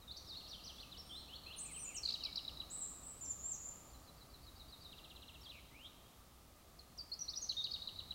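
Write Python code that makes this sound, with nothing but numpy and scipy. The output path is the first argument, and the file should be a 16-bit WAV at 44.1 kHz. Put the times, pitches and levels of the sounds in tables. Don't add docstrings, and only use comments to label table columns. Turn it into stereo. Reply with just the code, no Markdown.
import sys
import numpy as np
from scipy import signal
from scipy.fft import rfft, irfft, next_fast_len
from scipy.io import wavfile
from scipy.ndimage import map_coordinates

SR = 44100
rng = np.random.default_rng(int(sys.argv[2]) if len(sys.argv) > 2 else 0)


def store_wav(level_fs):
    pcm = np.round(np.clip(np.atleast_2d(level_fs), -1, 1) * 32767)
    wavfile.write(sys.argv[1], SR, pcm.T.astype(np.int16))


N = 358974

# time_s, rumble_db, rush_db
AIR_LEVELS = [(0, -64.5, -65), (3.3, -62.5, -63), (4.6, -62.5, -65.5), (6.3, -66.5, -66.5),
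              (7.2, -65.5, -66.5), (8.1, -61.5, -64)]
# frequency_hz, density_db
RUMBLE_SPECTRUM = [(20, -16), (33, -10), (48, -6.5), (63, 0), (78, -6.5), (100, -10.5), (150, -16),
                   (300, -39.5)]
RUSH_SPECTRUM = [(60, -30), (140, -1.5), (280, -2.5), (430, -8), (650, -6.5), (1050, -11), (1220, -6),
                 (1330, -11.5), (1450, -17), (2200, -21), (5000, -23.5)]
HISS_SPECTRUM = [(300, -5), (1500, -3), (4000, 1.5), (9000, -4), (16000, -4.5)]
# frequency_hz, coherence
AIR_COHERENCE = [(30, 0.93), (60, 0.31), (130, 0.62), (300, 0.38), (600, 0.49), (1300, 0.71), (3000, 0.1)]
# frequency_hz, t60_s
TREE_DECAY = [(2000, 0.8), (4000, 1.3), (9000, 0.68)]

SLUR = (1.3, 1.07, 1.0, 0.999)
HOOK = (1.17, 0.98, 1.13)
RISE = (.85, 1.0, 1.2)
FALL = (1.24, 0.99, .86)
SAG = (1.04, 0.99, 0.98)
HOLD = (.975, 1.01, 1.005, .98)
ARCH = (.93, 1.08, 1.07, .99, .9, .83)
PEAK = (1.0, 1.29, 1.17, 1.0, .85, .73, .64)
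CREST = (.83, .95, .98, 1.02, 1.17, 1.43, .98)
LIFT = (.95, .97, 1.11)
DROP = (1.14, .98, .91)
SCOOP = (1.07, 1.0, 1.1, 1.26)
DIP = (1.47, 1.26, 1.04, .98, 1.06, 1.17)
WHISTLE = (.98, 1.005, 1.012, .99)
BREAK = (1.06, 1.02, 0.885)
FINCH_UPBEAT = (1, 0.94, 1.08)
FINCH_SLUR = (1.1, 0.99, .985)
FINCH_TRILL = (1.38, 0.99, 0.876)

# trill_start_s, level_db
FINCH_SONGS = [(.337, -63.5), (4.919, -57.5)]
# start_s, length_s, pitch_hz, level_db
FINCH_PEEP = (5.411, .018, 5500, -62)
# time_s, pitch_hz, level_db
FINCH_FLOURISH = [
    [(5.43, 3850, -63), (5.438, 4590, -58), (5.446, 4648, -58.5), (5.462, 3512, -52), (5.482, 3282, -60),
     (5.5, 4009, -52), (5.522, 2767, -59), (5.525, 2730, -59)],
    [(5.712, 2017, -69), (5.728, 2069, -70), (5.764, 2390, -59.5), (5.788, 2618, -66), (5.804, 2836, -62),
     (5.838, 3154, -59), (5.852, 3286, -52)],
]
FINCH_BUZZES = [
    [(5.5235, 2790, -60), (5.598, 2240, -64)],
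    [(5.851, 3356, -53.5), (5.883, 3850, -58)],
]

# time_s, pitch_hz, level_db
HIGH_GLIDES = [
    [(1.562, 9032, -56), (1.576, 9250, -52), (1.62, 8000, -44.5), (1.642, 8865, -50.5), (1.656, 7970, -49),
     (1.672, 6783, -51)],
    [(1.712, 9194, -57), (1.728, 8361, -45), (1.736, 7995, -55), (1.77, 8212, -46), (1.796, 8949, -55),
     (1.83, 8505, -47), (1.852, 7021, -50), (1.89, 7120, -47), (1.9, 7157, -52)],
    [(1.942, 9018, -55), (1.954, 7900, -47.5), (1.976, 5700, -46), (1.992, 5760, -49)],
]
LONG_RASP = [(2.7, 6732, -49), (2.72, 7920, -48), (2.728, 7933, -48), (2.79, 8040, -49),
             (2.822, 7620, -45.5), (2.88, 7368, -48.5)]
# start_s, length_s, pitch_hz, level_db
HIGH_SAGS = [(1.059, .16, 8600, -70.5)]
HIGH_RISES = [(1.583, 0.031, 7260, -53)]
HIGH_HOLDS = [(1.79, .04, 6000, -57.5)]
SHORT_RASPS = [(2.881, .046, 8100, -55.5), (3.03, .088, 7830, -52)]
THIN_WHISTLES = [(3.21, 0.11, 7236, -43.5), (3.388, .033, 6820, -53), (3.432, 0.094, 7340, -42.5),
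                 (3.56, .08, 6850, -53.5), (3.633, 0.082, 7130, -49)]
THIN_FLICKS = [(3.245, .02, 5910, -53.5), (3.3136, .01, 6530, -50), (3.525, 0.0107, 6780, -44.5),
               (3.539, 0.018, 6400, -48)]
# time_s, left_over_right_db
HIGH_PAN = [(1.6, 2.5), (1.9, 1), (2.7, 2.5), (2.85, 0), (3.25, 0), (3.45, 2.8), (3.7, 0)]

# start_s, length_s, pitch_hz, level_db
WARBLE_PEAKS = [(.476, .082, 4534, -56.5), (.638, .072, 4620, -56.5)]
WARBLE_CRESTS = [(1.283, .097, 3030, -58.5), (1.456, .107, 2783, -60)]
WARBLE_ARCHES = [(1.644, 0.084, 2430, -66.5), (1.733, .058, 2860, -62.5), (1.856, .088, 2460, -64),
                 (1.942, .054, 2760, -63)]
WARBLE_SCOOPS = [(.078, .05, 3560, -54.5)]
WARBLE_DIPS = [(.272, .11, 3760, -54.5)]
WARBLE_RISES = [(.163, 0.019, 5410, -57), (.783, 0.037, 3890, -58), (2.094, .02, 3010, -61)]
WARBLE_FALLS = [(.823, .022, 2900, -61), (.918, .04, 3350, -58), (2.06, .032, 2650, -68),
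                (2.2, .095, 2600, -64.5)]
WARBLE_HOLDS = [(.167, .023, 4460, -57), (1.458, 0.016, 4150, -56)]
# time_s, pitch_hz, level_db
WARBLE_STEPS = [
    [(0.968, 3480, -57), (0.974, 4283, -54), (0.98, 5106, -55), (0.984, 5620, -56.5), (1.006, 5377, -53.5),
     (1.015, 5297, -57)],
    [(1.093, 3501, -58), (1.105, 3107, -57), (1.131, 3535, -52), (1.153, 3560, -52), (1.171, 4066, -54),
     (1.175, 4088, -53), (1.205, 4280, -55)],
]

# start_s, length_s, pitch_hz, level_db
NEAR_HOOKS = [(2.03, 0.016, 4320, -45.5), (2.051, 0.013, 4140, -38), (2.0867, 0.0093, 4200, -38),
              (7.356, 0.0196, 4940, -48.5), (7.71, .015, 4420, -46)]
NEAR_RISES = [(2.1014, 0.0094, 4330, -43), (2.1209, .0093, 4310, -43.5), (7.28, .031, 4680, -45.5)]
NEAR_LIFTS = [(7.117, .026, 4480, -44), (7.335, .011, 3900, -50), (7.819, .011, 3980, -47)]
NEAR_SLURS = [(2.075, 0.0094, 3800, -44), (6.789, 0.012, 4230, -56.5), (6.977, 0.037, 4610, -50)]
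NEAR_CHIRPS = [(2.1384, .011, 3946, -40), (7.489, 0.027, 3952, -39.5), (7.6407, .019, 3790, -40),
               (7.737, .017, 3780, -42.5)]
NEAR_WHISTLES = [(7.191, .009, 5800, -49), (7.205, 0.023, 5870, -43.5), (7.417, .02, 6520, -45),
                 (7.434, .019, 6000, -46)]
NEAR_HOLDS = [(7.374, .014, 5800, -41.5), (7.568, 0.0474, 3723, -43)]
# start_s, level_db, pip_db
NEAR_CHIPS = [(2.2365, -40.5, -48), (2.357, -40.5, -47.5)]
NEAR_TICKS = [(2.4794, -42, -47), (2.6015, -42.5, -50), (7.8737, -41, -62), (7.989, -43, -50),
              (8.108, -42, -64)]

HOME_HZ = 3930
THROAT_HZ = 4160
TOP_HZ = 15850


def amp(db):
    return 10 ** (np.asarray(db) / 20)


def unit(x):
    return x / np.sqrt(np.mean(x ** 2) + 1e-20)


def along(points, hz):
    knots_hz, values = np.transpose(points)
    return np.interp(np.log(hz + 1), np.log(knots_hz + 1), values)


def curves(rows):
    times, *columns = np.transpose(rows)
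    return [np.interp(np.arange(N) / SR, times, column) for column in columns]


def wobble(knots_per_s):
    knots = rng.standard_normal(int(N * knots_per_s / SR) + 4)
    return map_coordinates(knots, [np.arange(N) * knots_per_s / SR])


def filtered(x, response):
    size = next_fast_len(N + SR // 2)
    return irfft(rfft(x, size) * response(np.fft.rfftfreq(size, 1 / SR)), size)[..., :N]


def add(track, start_s, sound):
    start = max(round(start_s * SR), 0)
    span = track[..., start:start + sound.shape[-1]]
    span += sound[..., :span.shape[-1]]


def noise(spectrum, coherence):
    def response(hz):
        angle = np.arccos(np.clip(along(coherence, hz), -1, 1)) / 2
        return amp(along(spectrum, hz)) * [np.cos(angle), np.sin(angle)]
    mid, side = filtered(rng.standard_normal((2, N)), response)
    return unit(np.array([mid + side, mid - side]))


def syllables(shape, rows):
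    steps = np.linspace(0, 1, len(shape))
    return [[(start + length * step, hz * ratio, db) for step, ratio in zip(steps, shape)]
            for start, length, hz, db in rows]


def sing(notes, edge_s, waver, flutter_db, swell_db, buzz_depth=0, buzz_hz=0, throat_db_per_oct=0):
    song = np.zeros(N)
    drift, flutter = wobble(300), wobble(130)
    for note in notes:
        times, hz, db = np.transpose(note)
        t = np.arange(times[0] - edge_s / 2, times[-1] + edge_s / 2, 1 / SR)
        at = np.clip(round(times[0] * SR) + np.arange(len(t)), 0, N - 1)
        pitch = map_coordinates(hz, [np.interp(t, times, np.arange(len(hz)))], order=2, mode="nearest")
        pitch *= 1 + waver * drift[at] + buzz_depth * np.sin(2 * np.pi * buzz_hz * (t - t[0]))
        tone = np.sqrt(2) * np.sin(2 * np.pi * np.cumsum(pitch) / SR)
        gate = np.sin(np.pi / 2 * np.clip(np.minimum(t - t[0], t[-1] - t) / edge_s, 0, 1)) ** 2
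        progress = np.interp(t, times[[0, -1]], [0, 1])
        throat_loss_db = throat_db_per_oct * np.abs(np.log2(np.abs(pitch) / THROAT_HZ))
        swell = unit(amp(swell_db * np.sin(np.pi * progress) - throat_loss_db + flutter_db * flutter[at]))
        add(song, t[0], amp(np.interp(t, times, db)) * gate * swell * tone)
    return song


def outdoors(song, pan_db, lag_s, direct_db, early_db, tail_db, early_t60_s):
    hz, frame_s, spectra = signal.stft(rng.standard_normal((2, SR)), SR, nperseg=256)
    decay = amp(-60 * frame_s / along(TREE_DECAY, hz)[:, None])
    build_up = 1 - np.exp(-frame_s / .038)
    tail = signal.istft(spectra * decay * build_up, SR, nperseg=256)[1][:, :SR]
    t = np.arange(SR) / SR
    early = rng.standard_normal((2, SR)) ** 3 * amp(-60 * t / early_t60_s) * (1 - np.exp(-t / .0024))
    early += .5 * early[::-1]
    echoes = (amp(early_db) * unit(early) + amp(tail_db) * unit(tail)) / np.sqrt(SR)
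    hazy = song * unit(1 + .59 * wobble(700))
    left, right = amp(direct_db) * song + signal.fftconvolve(hazy[None], echoes, axes=1)[:, :N]
    right = filtered(right, lambda hz: np.exp(-2j * np.pi * hz * lag_s))
    return np.array([left * amp(pan_db / 2), right * amp(-pan_db / 2)])


def air():
    rumble_db, rush_db = curves(AIR_LEVELS)
    rumble = amp(rumble_db + 2.5 + .43 * wobble(4.5)) * noise(RUMBLE_SPECTRUM, AIR_COHERENCE)
    rush = amp(rush_db + 2.5 + .59 * wobble(3.286)) * noise(RUSH_SPECTRUM, AIR_COHERENCE)
    hiss = amp(-66) * noise(HISS_SPECTRUM, coherence=[(1500, 0), (10000, 0)])
    return (rumble + rush) * amp([[-.8], [.8]]) + hiss


def finch_song(trill_start_s, db, count=8):
    slurs, upbeats, trill = [], [], []
    slur_step_s, slowing_s, slur_s, slur_hz = .1245, .00085, .03, 3787
    upbeat_lead_s, upbeat_s, upbeat_hz = .04, .03, 4800
    trill_step_s, trill_s, trill_hz = .0602, .026, 3054
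    for k in range(count):
        start = trill_start_s - .071 - k * (slur_step_s + k * slowing_s)
        slur_db = db + 3 - 1.75 * k
        slurs.append((start, slur_s, slur_hz + 42.4 * k, slur_db))
        upbeats.append((start - upbeat_lead_s, upbeat_s, upbeat_hz, slur_db - 7))
        trill.append((trill_start_s + k * trill_step_s, trill_s, trill_hz, db + rng.standard_normal()))
    notes = syllables(FINCH_UPBEAT, upbeats) + syllables(FINCH_SLUR, slurs) + syllables(FINCH_TRILL, trill)
    return [note for note in notes if note[0][0] > 0]


def finch():
    notes = [note for start, db in FINCH_SONGS for note in finch_song(start, db)]
    notes += syllables(HOLD, [FINCH_PEEP])
    song = sing(notes, edge_s=.005, waver=.0063, flutter_db=1.9, swell_db=3, throat_db_per_oct=10.5)
    song += sing(FINCH_FLOURISH, edge_s=.005, waver=.006, flutter_db=2.2, swell_db=1.2)
    song += sing(FINCH_BUZZES, edge_s=.008, waver=.015, flutter_db=1, swell_db=2.5,
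                 buzz_depth=.078, buzz_hz=140)
    return outdoors(song, pan_db=-.4, lag_s=3e-5, direct_db=-1.2, early_db=-7.5, tail_db=-7,
                    early_t60_s=.16)


def high_birds():
    pan_db, = curves(HIGH_PAN)
    notes = [*HIGH_GLIDES, *syllables(SAG, HIGH_SAGS), *syllables(RISE, HIGH_RISES),
             *syllables(HOLD, HIGH_HOLDS)]
    glides = sing(notes, edge_s=.0028, waver=.009, flutter_db=1, swell_db=.8)
    rasps = sing([LONG_RASP, *syllables(HOLD, SHORT_RASPS)],
                 edge_s=.0056, waver=.0128, flutter_db=2.5, swell_db=1.5, buzz_depth=.029, buzz_hz=190.2)
    whistles = sing(syllables(WHISTLE, THIN_WHISTLES) + syllables(BREAK, THIN_FLICKS),
                    edge_s=.0043, waver=.006, flutter_db=3.5, swell_db=1.2, buzz_depth=.011, buzz_hz=127)
    glides = outdoors(glides, pan_db, lag_s=3e-5, direct_db=.5, early_db=-3, tail_db=-8, early_t60_s=.15)
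    rasps = outdoors(rasps, pan_db, lag_s=3e-5, direct_db=-.5, early_db=-1.5, tail_db=-3, early_t60_s=.18)
    whistles = outdoors(whistles, pan_db, lag_s=3.5e-5, direct_db=-.5, early_db=-2.5, tail_db=-7,
                        early_t60_s=.16)
    return glides + rasps + whistles


def warbler():
    notes = (syllables(PEAK, WARBLE_PEAKS) + syllables(CREST, WARBLE_CRESTS)
             + syllables(ARCH, WARBLE_ARCHES) + syllables(SCOOP, WARBLE_SCOOPS)
             + syllables(DIP, WARBLE_DIPS) + syllables(RISE, WARBLE_RISES)
             + syllables(FALL, WARBLE_FALLS) + syllables(HOLD, WARBLE_HOLDS))
    song = sing(notes, edge_s=.006, waver=.008, flutter_db=3, swell_db=1.5, throat_db_per_oct=9)
    song += amp(-2.5) * sing(WARBLE_STEPS, edge_s=.006, waver=.008, flutter_db=1.5, swell_db=1.5)
    return outdoors(song, pan_db=-.6, lag_s=3e-5, direct_db=2.8, early_db=-3, tail_db=-2.5, early_t60_s=.3)


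def near_bird():
    pip_lead_s, pip_s, tick_s = .0295, .0046, .0075
    flick_s, flick_hz, chirp_delay_s, chirp_s = .0055, 4700, .013, .013
    drop_gap_s, drop_s, drop_hz = .005, .008, 3050
    pips = [(s - pip_lead_s, pip_s, HOME_HZ, pip_db) for s, _, pip_db in [*NEAR_CHIPS, *NEAR_TICKS]]
    ticks = [(s, tick_s, HOME_HZ, db) for s, db, _ in NEAR_TICKS]
    flicks = [(s, flick_s, flick_hz, db - .5) for s, db, _ in NEAR_CHIPS]
    chirps = [*NEAR_CHIRPS, *[(s + chirp_delay_s, chirp_s, HOME_HZ, db) for s, db, _ in NEAR_CHIPS]]
    drops = [(s + length + drop_gap_s, drop_s, drop_hz, db - 14.5) for s, length, _, db in chirps + ticks]
    notes = (syllables(HOOK, NEAR_HOOKS) + syllables(RISE, [*NEAR_RISES, *flicks])
             + syllables(LIFT, NEAR_LIFTS) + syllables(SLUR, [*NEAR_SLURS, *chirps])
             + syllables(SAG, NEAR_WHISTLES) + syllables(HOLD, [*NEAR_HOLDS, *pips, *ticks])
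             + syllables(DROP, drops))
    song = sing(notes, edge_s=.003, waver=.008, flutter_db=2.5, swell_db=2.5, throat_db_per_oct=14)
    return outdoors(song, pan_db=.7, lag_s=4.1e-5, direct_db=2.5, early_db=-5.5, tail_db=-9,
                    early_t60_s=.14)


def scene():
    return near_bird() + warbler() + high_birds() + finch() + air()


def record(dry):
    return filtered(dry, lambda hz: hz < TOP_HZ)


dry = scene()
out = record(dry)
store_wav(out)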